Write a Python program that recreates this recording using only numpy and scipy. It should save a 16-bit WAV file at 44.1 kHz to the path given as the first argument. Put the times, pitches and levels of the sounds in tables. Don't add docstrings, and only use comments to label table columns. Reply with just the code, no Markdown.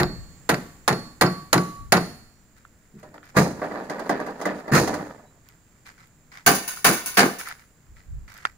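import sys
import numpy as np
from scipy import signal
from scipy.fft import rfft, irfft, next_fast_len
from scipy.io import wavfile
from scipy.ndimage import map_coordinates

SR = 44100
rng = np.random.default_rng(int(sys.argv[2]) if len(sys.argv) > 2 else 0)


def int16_out(signal):
    q = np.round(np.clip(np.atleast_2d(signal).T, -1, 1) * 32767)
    wavfile.write(sys.argv[1], SR, q.astype(np.int16))


N = 377937
T = np.arange(SR) / SR

# start_s, clang_db, bed_boom_db, rod_low_db, rod_high_db (all levels are relative)
LATCH_BLOWS = [(-.018, -13, -24.5, -48.5, -32.5), (.491, -14, -28, -47, -49),
               (.878, -13.5, -28, -40.5, -34.5), (1.211, -11, -23, -31, -30),
               (1.529, -12.5, -22, -27.5, -61), (1.921, -9, -23.5, -57, -34)]
# pitch_hz, t60_s
ROD_MODES = [(1136, 1.15), (4382, .8)]
# start_s, crash_db, boom_db, clatter_s, rise_s
SLAMS = [(2.938, -62, -45.5, 0.085, 0.025), (3.363, -14.5, -16, 0.023, 0.0027),
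         (4.714, -10.5, -17.5, 0.066, 0.042)]
# start_s, knock_db, scratch_db
BUNCH_HITS = [(3.029, -46.5, -55), (3.141, -45.5, -56), (3.617, -28.5, -68), (3.712, -34, -73),
              (3.756, -33.5, -64), (3.897, -30.5, -38.5), (3.993, -34.5, -43), (4.093, -20.5, -32.5),
              (4.199, -30.5, -46), (4.264, -34.5, -46), (4.413, -33.5, -38.5), (4.454, -23.5, -35),
              (4.679, -33, -51), (4.748, -27, -20), (4.875, -29, -30), (4.94, -34.5, -35.5)]
# start_s, clang_db, tubes_db, clatter_s, chain_db
RACK_BLOWS = [(6.462, -11.5, -21, 0.014, -10.5), (6.844, -13, -25, 0.023, -9.5),
              (7.17, -12, -23, 0.038, -18)]
# pitch_hz, level_db
TUBE_MODES = [(139, -8), (191, -1.5), (223, -2.5), (304, -2.5), (398, -0.5), (454, 6), (702, 9), (785, 4.5),
              (1117, 6.5), (1270, -5.5), (1450, -1.5), (1555, 15.5), (1725, -6.5), (1983, 1), (2306, -16.5)]
# start_s, level_db
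SNAPS = [(2.651, -37), (3.18, -36.5), (3.23, -40), (6.384, -46), (6.772, -28.5), (7.473, -24.5),
         (7.512, -26), (8.452, -9)]
# start_s, length_s, first_hz, last_hz, level_db
WHISTLES = [(2.256, 0.25, 5450, 5970, -70), (5.249, 0.074, 3880, 3990, -67)]

# pitch_hz, level_db, t60_s
ROD_OVERTONES = [(7020, -4, 0.32), (10280, -4.5, 0.24), (12040, 0.5, 0.23)]
LATCH_MODES = [(4530, -3.5, 0.068), (4870, 0.5, .04), (5150, -6.5, 0.072), (7450, -5, .03)]
BED_MODES = [(111, -8.5, 0.2), (138, 1.5, .24), (157, -8, 0.46), (177.8, 4, 0.28), (190, -1.5, 0.27),
             (237, -13.5, 0.35), (298, -2, 0.17), (357, 2.5, .2)]
SHUT_GATE_MODES = [(467, -4.5, 0.3), (485, -4.5, 0.15), (569, -8.5, 0.25), (699, -2, 0.2), (748, -5, 0.27),
                   (831, -2, 0.17), (872, 2, 0.078), (1228, -1, 0.14), (1374, -4.5, 0.22),
                   (1498, -10, 0.084), (1760, -12.5, 0.11), (1924, 3, 0.12)]
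LOOSE_GATE_MODES = [(72, -37, 0.48), (106, -3.5, 0.11), (144.5, 0, 0.26), (172, -4.5, 0.32), (207, 4, 0.17),
                    (250, -5, 0.18), (317, -5.5, 0.14), (374.7, -4, 0.17), (440, -9.5, 0.27)]
OPEN_GATE_MODES = [(298.6, -7.5, 0.43), (468, -9, 0.14), (610.2, 0.5, 0.21), (687, -4.5, 0.23),
                   (786, -5.5, 0.15), (1157, 0.5, 0.075), (1603, -3, 0.077), (1988, 4, 0.036)]
LINK_MODES = [(9850, -9.5, .2), (10400, -1.5, .22), (14810, -7, 0.28), (15250, -10.5, .25),
              (15600, -11.5, 0.18)]
STALK_MODES = [(1090, -8.5, 0.011), (1360, -1, 0.014), (1770, -5.5, 0.013), (3250, -1, 0.0028)]

# start_s, length_s, level_db
SPILLS = [(2.981, 0.73, -65), (3.342, 0.038, -27), (3.588, 0.97, -38.5), (4.772, 0.14, -30.5)]
RUSTLES = [(2.56, 0.029, -59.5), (2.98, 0.021, -60), (3.225, .07, -52.5), (5.455, 0.055, -64),
           (5.853, 0.027, -45), (5.975, 0.055, -54), (6.315, 0.071, -46.5), (7.39, 0.013, -36),
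           (7.45, 0.057, -38), (7.585, 0.012, -51), (7.96, 0.028, -58), (8.275, 0.2, -48.5)]
PUFFS = [(-.03, 0.086, -35), (.16, 0.055, -40), (1.76, 0.19, -44), (7.87, 0.082, -50), (8.06, .13, -36.5),
         (8.46, .04, -57)]
DRAUGHT = [(0.0099, 2.1, -61)]

# time_s, level_db
AIR_LEVEL = [(0, -51.5), (2.5, -58), (8.6, -58.5)]
INSECT_LEVEL = [(0, -55), (2, -64.5), (3, -66.5), (5.6, -64.5), (8.6, -66.5)]

# frequency_hz, level_db
LATCH_COLOUR = [(45, -32.5), (90, -14), (150, -8.5), (400, -4), (900, -3.5), (1850, -3), (2600, -9),
                (3200, -16.5), (4300, -5), (5500, -10), (8000, -15), (10000, -15.5), (15500, -23.5)]
SLAM_COLOUR = [(30, -36.5), (80, -2), (150, -10), (500, -5.5), (950, -12.5), (1200, -6), (1700, -7),
               (2500, -18.5), (3200, -29.5), (4400, -18), (6700, -24), (8000, -26.5), (15500, -36)]
FRUIT_COLOUR = [(70, -54.5), (120, -21), (190, -2.5), (300, -6), (450, -4), (650, -2.5), (1000, -7.5),
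                (1950, -13.5), (3000, -33.5), (4500, -28), (8000, -52.5), (15500, -45.5)]
SPINE_COLOUR = [(800, -20.5), (1800, -6), (3000, -7.5), (5000, -1.5), (8000, -6.5), (15000, -16.5)]
RACK_COLOUR = [(50, -39.5), (90, -21.5), (150, -9.5), (450, -11), (700, -2), (950, -4.5), (1550, 2),
               (2500, -4.5), (3500, -11), (4400, -5.5), (6700, -15.5), (8000, -18), (10000, -19),
               (15500, -31.5)]
LOAD_COLOUR = [(80, -27), (140, -7), (200, 0.5), (300, -0.5), (420, -1), (560, -12.5), (1200, -23),
               (3000, -47)]
CHAIN_COLOUR = [(800, -18), (1500, -9.5), (3000, -14.5), (6500, -7.5), (8000, -16), (10500, -5.5),
                (12500, -13.5), (14300, -16), (15200, -5), (16000, -9.5)]
HUSK_COLOUR = [(300, -28.5), (700, -12.5), (1200, -4), (1600, 1), (2100, -3), (3000, -15), (5000, -11),
               (8000, -21.5), (15500, -35)]
FIBRE_COLOUR = [(1000, -12), (2000, -1.5), (5000, 0), (8000, -5.5), (15000, -3)]
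BREEZE_COLOUR = [(12, -27), (20, 1), (59, 1.5), (130, -7), (199, -28), (350, -53.5), (460, -87),
                 (770, -120)]
AIR_COLOUR = [(20, 0), (60, -1), (150, 0), (300, -10), (550, -16), (1000, -19), (1700, -17), (3500, -29),
              (5000, -26), (7000, -27), (9500, -28), (12000, -33), (15500, -27)]

# frequency_hz, t60_s
SHEET_DECAY = [(150, 0.62), (400, .3), (1000, 0.2), (2000, 0.17), (4000, .09), (12000, 0.071)]
SLAM_DECAY = [(50, 0.26), (150, 0.75), (400, 0.43), (1500, 0.081), (6000, 0.36), (12000, 0.26)]
RACK_DECAY = [(150, 0.38), (500, 0.38), (1500, 0.23), (4000, 0.13), (12000, 0.14)]
TUBE_DECAY = [(200, 0.34), (500, 0.2), (1500, 0.16)]
LOAD_DECAY = [(150, 0.2), (600, 0.23)]
YARD_DECAY = [(150, 0.46), (1000, 0.53), (4000, 0.62), (12000, 0.77)]

# frequency_hz, correlation
FAR = [(60, 0.8), (130, .95), (300, 0.9), (640, .82), (1400, 0.5), (3100, 0.2), (7000, 0.6)]
NEAR = [(130, 0.58), (300, 1), (640, 0.73), (1400, 0.088), (7000, 0.17)]
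# frequency_hz, gain_db
LEFT_PORT = [(300, 2), (1500, -1.5), (2600, 0.5), (4400, -5.5), (5300, -6), (6700, -17), (7700, -11),
             (8400, -0.5), (9700, 7.5), (11300, -2.5), (12600, 3), (14000, -6.5), (15300, -8)]
RIGHT_PORT = [(300, 1), (1500, 1), (2600, -2), (4400, 0.5), (5700, -0.5), (6700, 5.5), (8000, -1),
              (8600, -15), (10000, -30.5), (10700, -15), (11400, -15.5), (12700, 0), (14000, 0.5),
              (15300, 7)]


def latch():
    out = np.zeros((2, N))
    sheet = resonant(LATCH_COLOUR, depth_db=2)
    rebound_decay = [(300, 0.16), (2000, 0.066), (8000, 0.021)]
    next_blows = [row[0] for row in LATCH_BLOWS[1:]] + [N / SR]
    for (s, db, boom_db, *rod_db), next_s in zip(LATCH_BLOWS, next_blows):
        add(out, s, amp(db + 1.5) * clang(sheet, SHEET_DECAY, FAR, hold=.0018, rise=.00052, grain_db=3))
        add(out, s, amp(db - 12.5) * ring(SHUT_GATE_MODES, rise=0.0018))
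        add(out, s + 0.022, amp(boom_db) * ring(BED_MODES, rise=0.0087))
        rebound = clang(sheet, rebound_decay, FAR, hold=0, rise=0.003, grain_db=6)
        add(out, s + 0.047, amp(db - 6) * rebound)
        add(out, s + 0.051, amp(db - 32 + 2 * rng.standard_normal()) * ring(LATCH_MODES, rise=0.0027))
        add(out, s, amp(db - 29.5) * ring(ROD_OVERTONES, rise=0.001))
        free = np.clip((next_s - s - T) / 0.13, 0, 1)
        for (hz, t60), ring_db in zip(ROD_MODES, rod_db):
            waver = amp(1.5 * wobble(14, SR))
            tone = np.sin(2 * np.pi * hz * T + np.array([[0], [0.7]]))
            add(out, s, free * waver * amp(ring_db - 60 * T / t60) * tone)
    return out * amp([[-0.2], [0.2]])


def tailgate():
    out = np.zeros((2, N))
    panel = resonant(SLAM_COLOUR, depth_db=2)
    for s, db, boom_db, hold, rise in SLAMS:
        add(out, s, amp(db) * clang(panel, SLAM_DECAY, FAR, hold, rise, grain_db=2))
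        add(out, s, amp(boom_db - 2.5) * ring(LOOSE_GATE_MODES, rise=0.024))
    return out * amp([[-0.4], [0.4]])


def fruit():
    panel = resonant(FRUIT_COLOUR, depth_db=3)
    lumps = amp(3.2 * wobble(45, N))
    flow = swells(SPILLS, rise=0.03, fall_db_per_s=87.5)
    rattle = unit(noise(panel, FAR, N, grain_db=5) * lumps)
    spine_drag = unit(noise(SPINE_COLOUR, NEAR, N, grain_db=3.5) * lumps)
    out = flow * (rattle + amp(-19) * spine_drag)
    for s, knock_db, scratch_db in BUNCH_HITS:
        add(out, s, amp(knock_db) * knock(panel) + amp(scratch_db) * scratch())
    knocks_per_s = 7
    slots = np.arange(SPILLS[0][0], SPILLS[-1][0] + 0.5, 1 / knocks_per_s)
    for s in slots + rng.uniform(0, 1, len(slots)) / knocks_per_s:
        add(out, s, flow[round(s * SR)] * amp(0.5) * knock(panel))
    return out * amp([[-0.6], [0.6]])


def knock(panel):
    decay = [(200, 0.49), (800, 0.098), (2500, 0.34), (9000, 0.057)]
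    thud = clang(panel, decay, FAR, hold=0.021, rise=0.00062, grain_db=4)
    add(thud, 0, amp(-6.5) * ring(OPEN_GATE_MODES, rise=0.0014))
    return thud


def scratch():
    return clang(SPINE_COLOUR, [(2000, 0.17), (10000, 0.087)], NEAR, hold=.002, rise=.0004, grain_db=1)


def rack():
    out = np.zeros((2, N))
    frame = resonant(RACK_COLOUR, depth_db=3.5)
    tubes = np.c_[TUBE_MODES, along(TUBE_DECAY, np.array(TUBE_MODES)[:, 0])]
    crackle_colour = [(1500, -24), (4000, -2.5), (9000, 2.5), (15000, 4.5)]
    for s, db, tubes_db, hold, _ in RACK_BLOWS:
        add(out, s, amp(db) * clang(frame, RACK_DECAY, NEAR, hold, rise=0.00094, grain_db=3.5))
        add(out, s, amp(tubes_db) * ring(tubes, rise=0.013))
        rocking = clang(LOAD_COLOUR, LOAD_DECAY, NEAR, hold + 0.012, rise=0.012, grain_db=4)
        add(out, s + 0.022, amp(db - 9.5) * rocking)
        crackle = noise(crackle_colour, NEAR, SR, grain_db=19.5)
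        add(out, s, amp(db - 14.5 - 60 * T / 0.3) * crackle)
    return out


def chain():
    out = np.zeros((2, N))
    links = resonant(CHAIN_COLOUR, depth_db=5.5)
    swing_s, swing_loss_db = 0.215, 13
    rebound_s, rebound_loss_db = 0.083, 11.5
    clashes = [(s + swing * swing_s + rebound * rebound_s,
                db - swing * swing_loss_db - rebound * rebound_loss_db)
               for s, *_, db in RACK_BLOWS for swing in range(2) for rebound in range(2)]
    for s, db in clashes:
        jingle = clang(links, [(2000, 0.48), (12000, 0.24)], NEAR, hold=.0054, rise=.00075, grain_db=1.5)
        add(out, s, amp(db - 2.5) * jingle)
        detune = 1 + 0.002 * rng.standard_normal()
        modes = np.array(LINK_MODES) * [detune, 1, 1]
        add(out, s, amp(db - 23.5) * ring(modes, rise=0.002, scatter_db=3))
    return out


def husks():
    settling = amp(-72.5 + 4.5 * wobble(12, N))
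    stir = swells(RUSTLES, rise=0.0083, fall_db_per_s=336) + settling
    rustle = noise(resonant(HUSK_COLOUR, depth_db=3), NEAR, N, grain_db=5.5)
    ticks = noise(FIBRE_COLOUR, NEAR, N, grain_db=12)
    out = stir * (rustle + amp(-9.5) * ticks)
    for s, db in SNAPS:
        add(out, s, amp(db - 19) * ring(STALK_MODES, rise=0.0004, scatter_db=1))
        crunch = clang(HUSK_COLOUR, [(1500, 0.097), (8000, 0.05)], NEAR, hold=0, rise=.0004, grain_db=8)
        add(out, s, amp(db - 20) * crunch)
    return out


def yard(x):
    scatter = noise([(100, -2.3), (3000, 0.41), (14000, -0.99)], FAR, SR)
    tail = fade(scatter, YARD_DECAY) * (1 - np.exp(-T / 0.0091))
    return signal.fftconvolve(x, tail / np.linalg.norm(tail[0]), axes=1)[:, :N]


def outdoors():
    air = level(AIR_LEVEL) * noise(AIR_COLOUR, FAR, N)
    insect_colour = [(6000, -15), (6900, -5), (7450, 3.5), (7850, -6.5), (8400, -51.5)]
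    insects = level(INSECT_LEVEL) * noise(insect_colour, NEAR, N)
    puffs = swells(PUFFS, rise=0.034, fall_db_per_s=165.5)
    draught = swells(DRAUGHT, rise=0.034, fall_db_per_s=19.5)
    breeze = (puffs + draught) * noise(BREEZE_COLOUR, [(50, 0.2)], N)
    return air + insects + breeze


def bird():
    out = np.zeros((2, N))
    for s, length, first_hz, last_hz, db in WHISTLES:
        progress = np.minimum(T / length, 1)
        phase = 2 * np.pi * np.cumsum(first_hz + progress * (last_hz - first_hz)) / SR
        add(out, s, amp(db) * np.sin(np.pi * progress) * np.sin(phase)[None])
    return out


def clang(colour, decay, likeness, hold, rise, grain_db):
    x = noise(colour, likeness, SR, grain_db)
    x = x / np.sqrt(np.mean(x[:, :SR // 20] ** 2))
    return fade(x, decay, hold) * (1 - np.exp(-T / rise))


def ring(modes, rise, scatter_db=2):
    hz, db, t60 = np.transpose(modes)[:, :, None]
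    weight, phase, skew = rng.standard_normal((3, len(modes), 1))
    t = T[:SR // 2]
    envelope = amp(db + scatter_db * weight - 60 * t / t60) * (1 - np.exp(-t / rise))
    angle = 2 * np.pi * (hz * t + phase)
    apart = skew * np.minimum(hz / 2000, 1.5)
    x = np.array([(envelope * np.sin(angle + side * apart)).sum(0) for side in (-1, 1)])
    return x / np.sqrt(np.mean(x[:, :SR // 12] ** 2))


def resonant(colour, depth_db):
    hz = np.arange(20, 17000, 40)
    ripple = rng.uniform(-1, 1, len(hz)) * np.minimum(hz / 1500, 1)
    return np.c_[hz, along(colour, hz) + 2 * depth_db * ripple]


def noise(colour, likeness, size, grain_db=0):
    white = rng.standard_normal((2, size)) * amp(grain_db * wobble(700, size))
    m = next_fast_len(size)
    hz = np.fft.rfftfreq(m, 1 / SR)
    width = np.arccos(np.clip(along(likeness, hz), -1, 1)) / 2
    spectrum = rfft(white, m) * amp(along(colour, hz))
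    mid, side = irfft(spectrum * [np.cos(width), np.sin(width)], m)[:, :size]
    return unit(np.array([mid + side, mid - side]))


def fade(x, decay, hold=0):
    hz, t, spectra = signal.stft(x, SR, nperseg=256)
    gain = amp(-60 * np.maximum(t - hold, 0) / along(decay, hz)[:, None])
    return signal.istft(spectra * gain, SR, nperseg=256)[1][:, :x.shape[1]]


def swells(rows, rise, fall_db_per_s):
    t = np.arange(N) / SR
    return sum(np.clip((t - s) / rise, 0, 1) * amp(db - fall_db_per_s * np.maximum(t - s - length, 0))
               for s, length, db in rows)


def level(rows):
    s, db = np.transpose(rows)
    return amp(np.interp(np.arange(N) / SR, s, db))


def wobble(rate, size):
    knots = rng.standard_normal(int(size * rate / SR) + 4)
    return map_coordinates(knots, [np.arange(size) * rate / SR], order=1)


def along(points, hz):
    point_hz, values = np.transpose(points)
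    return np.interp(np.log(hz + 1), np.log(point_hz + 1), values)


def amp(db):
    return 10 ** (np.asarray(db) / 20)


def unit(x):
    return x / np.sqrt(np.mean(x ** 2) + 1e-20)


def add(track, s, sound):
    start = round(s * SR)
    part = sound[:, max(-start, 0):N - start]
    track[:, max(start, 0):max(start, 0) + part.shape[1]] += part


def placed(x, left_lag=0, right_lag=0):
    return np.array([np.pad(side, (lag, 0))[:N] for side, lag in zip(x, (left_lag, right_lag))])


def scene():
    gate = placed(latch() + tailgate() + fruit(), left_lag=3)
    truck = gate + placed(rack() + chain(), right_lag=4)
    return truck + amp(-15.5) * yard(truck) + husks() + outdoors() + bird()


def record(dry):
    ceiling, top_hz = 0.95, 15550
    m = next_fast_len(N + SR // 2)
    hz = np.fft.rfftfreq(m, 1 / SR)
    ports = amp([along(LEFT_PORT, hz), along(RIGHT_PORT, hz)])
    heard = irfft(rfft(dry, m) * ports, m)
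    rounded = heard / (1 + np.abs(heard / ceiling) ** 6) ** (1 / 6)
    return irfft(rfft(rounded) / np.sqrt(1 + (hz / top_hz) ** 220), m)[:, :N]


dry = scene()
out = record(dry)
int16_out(out)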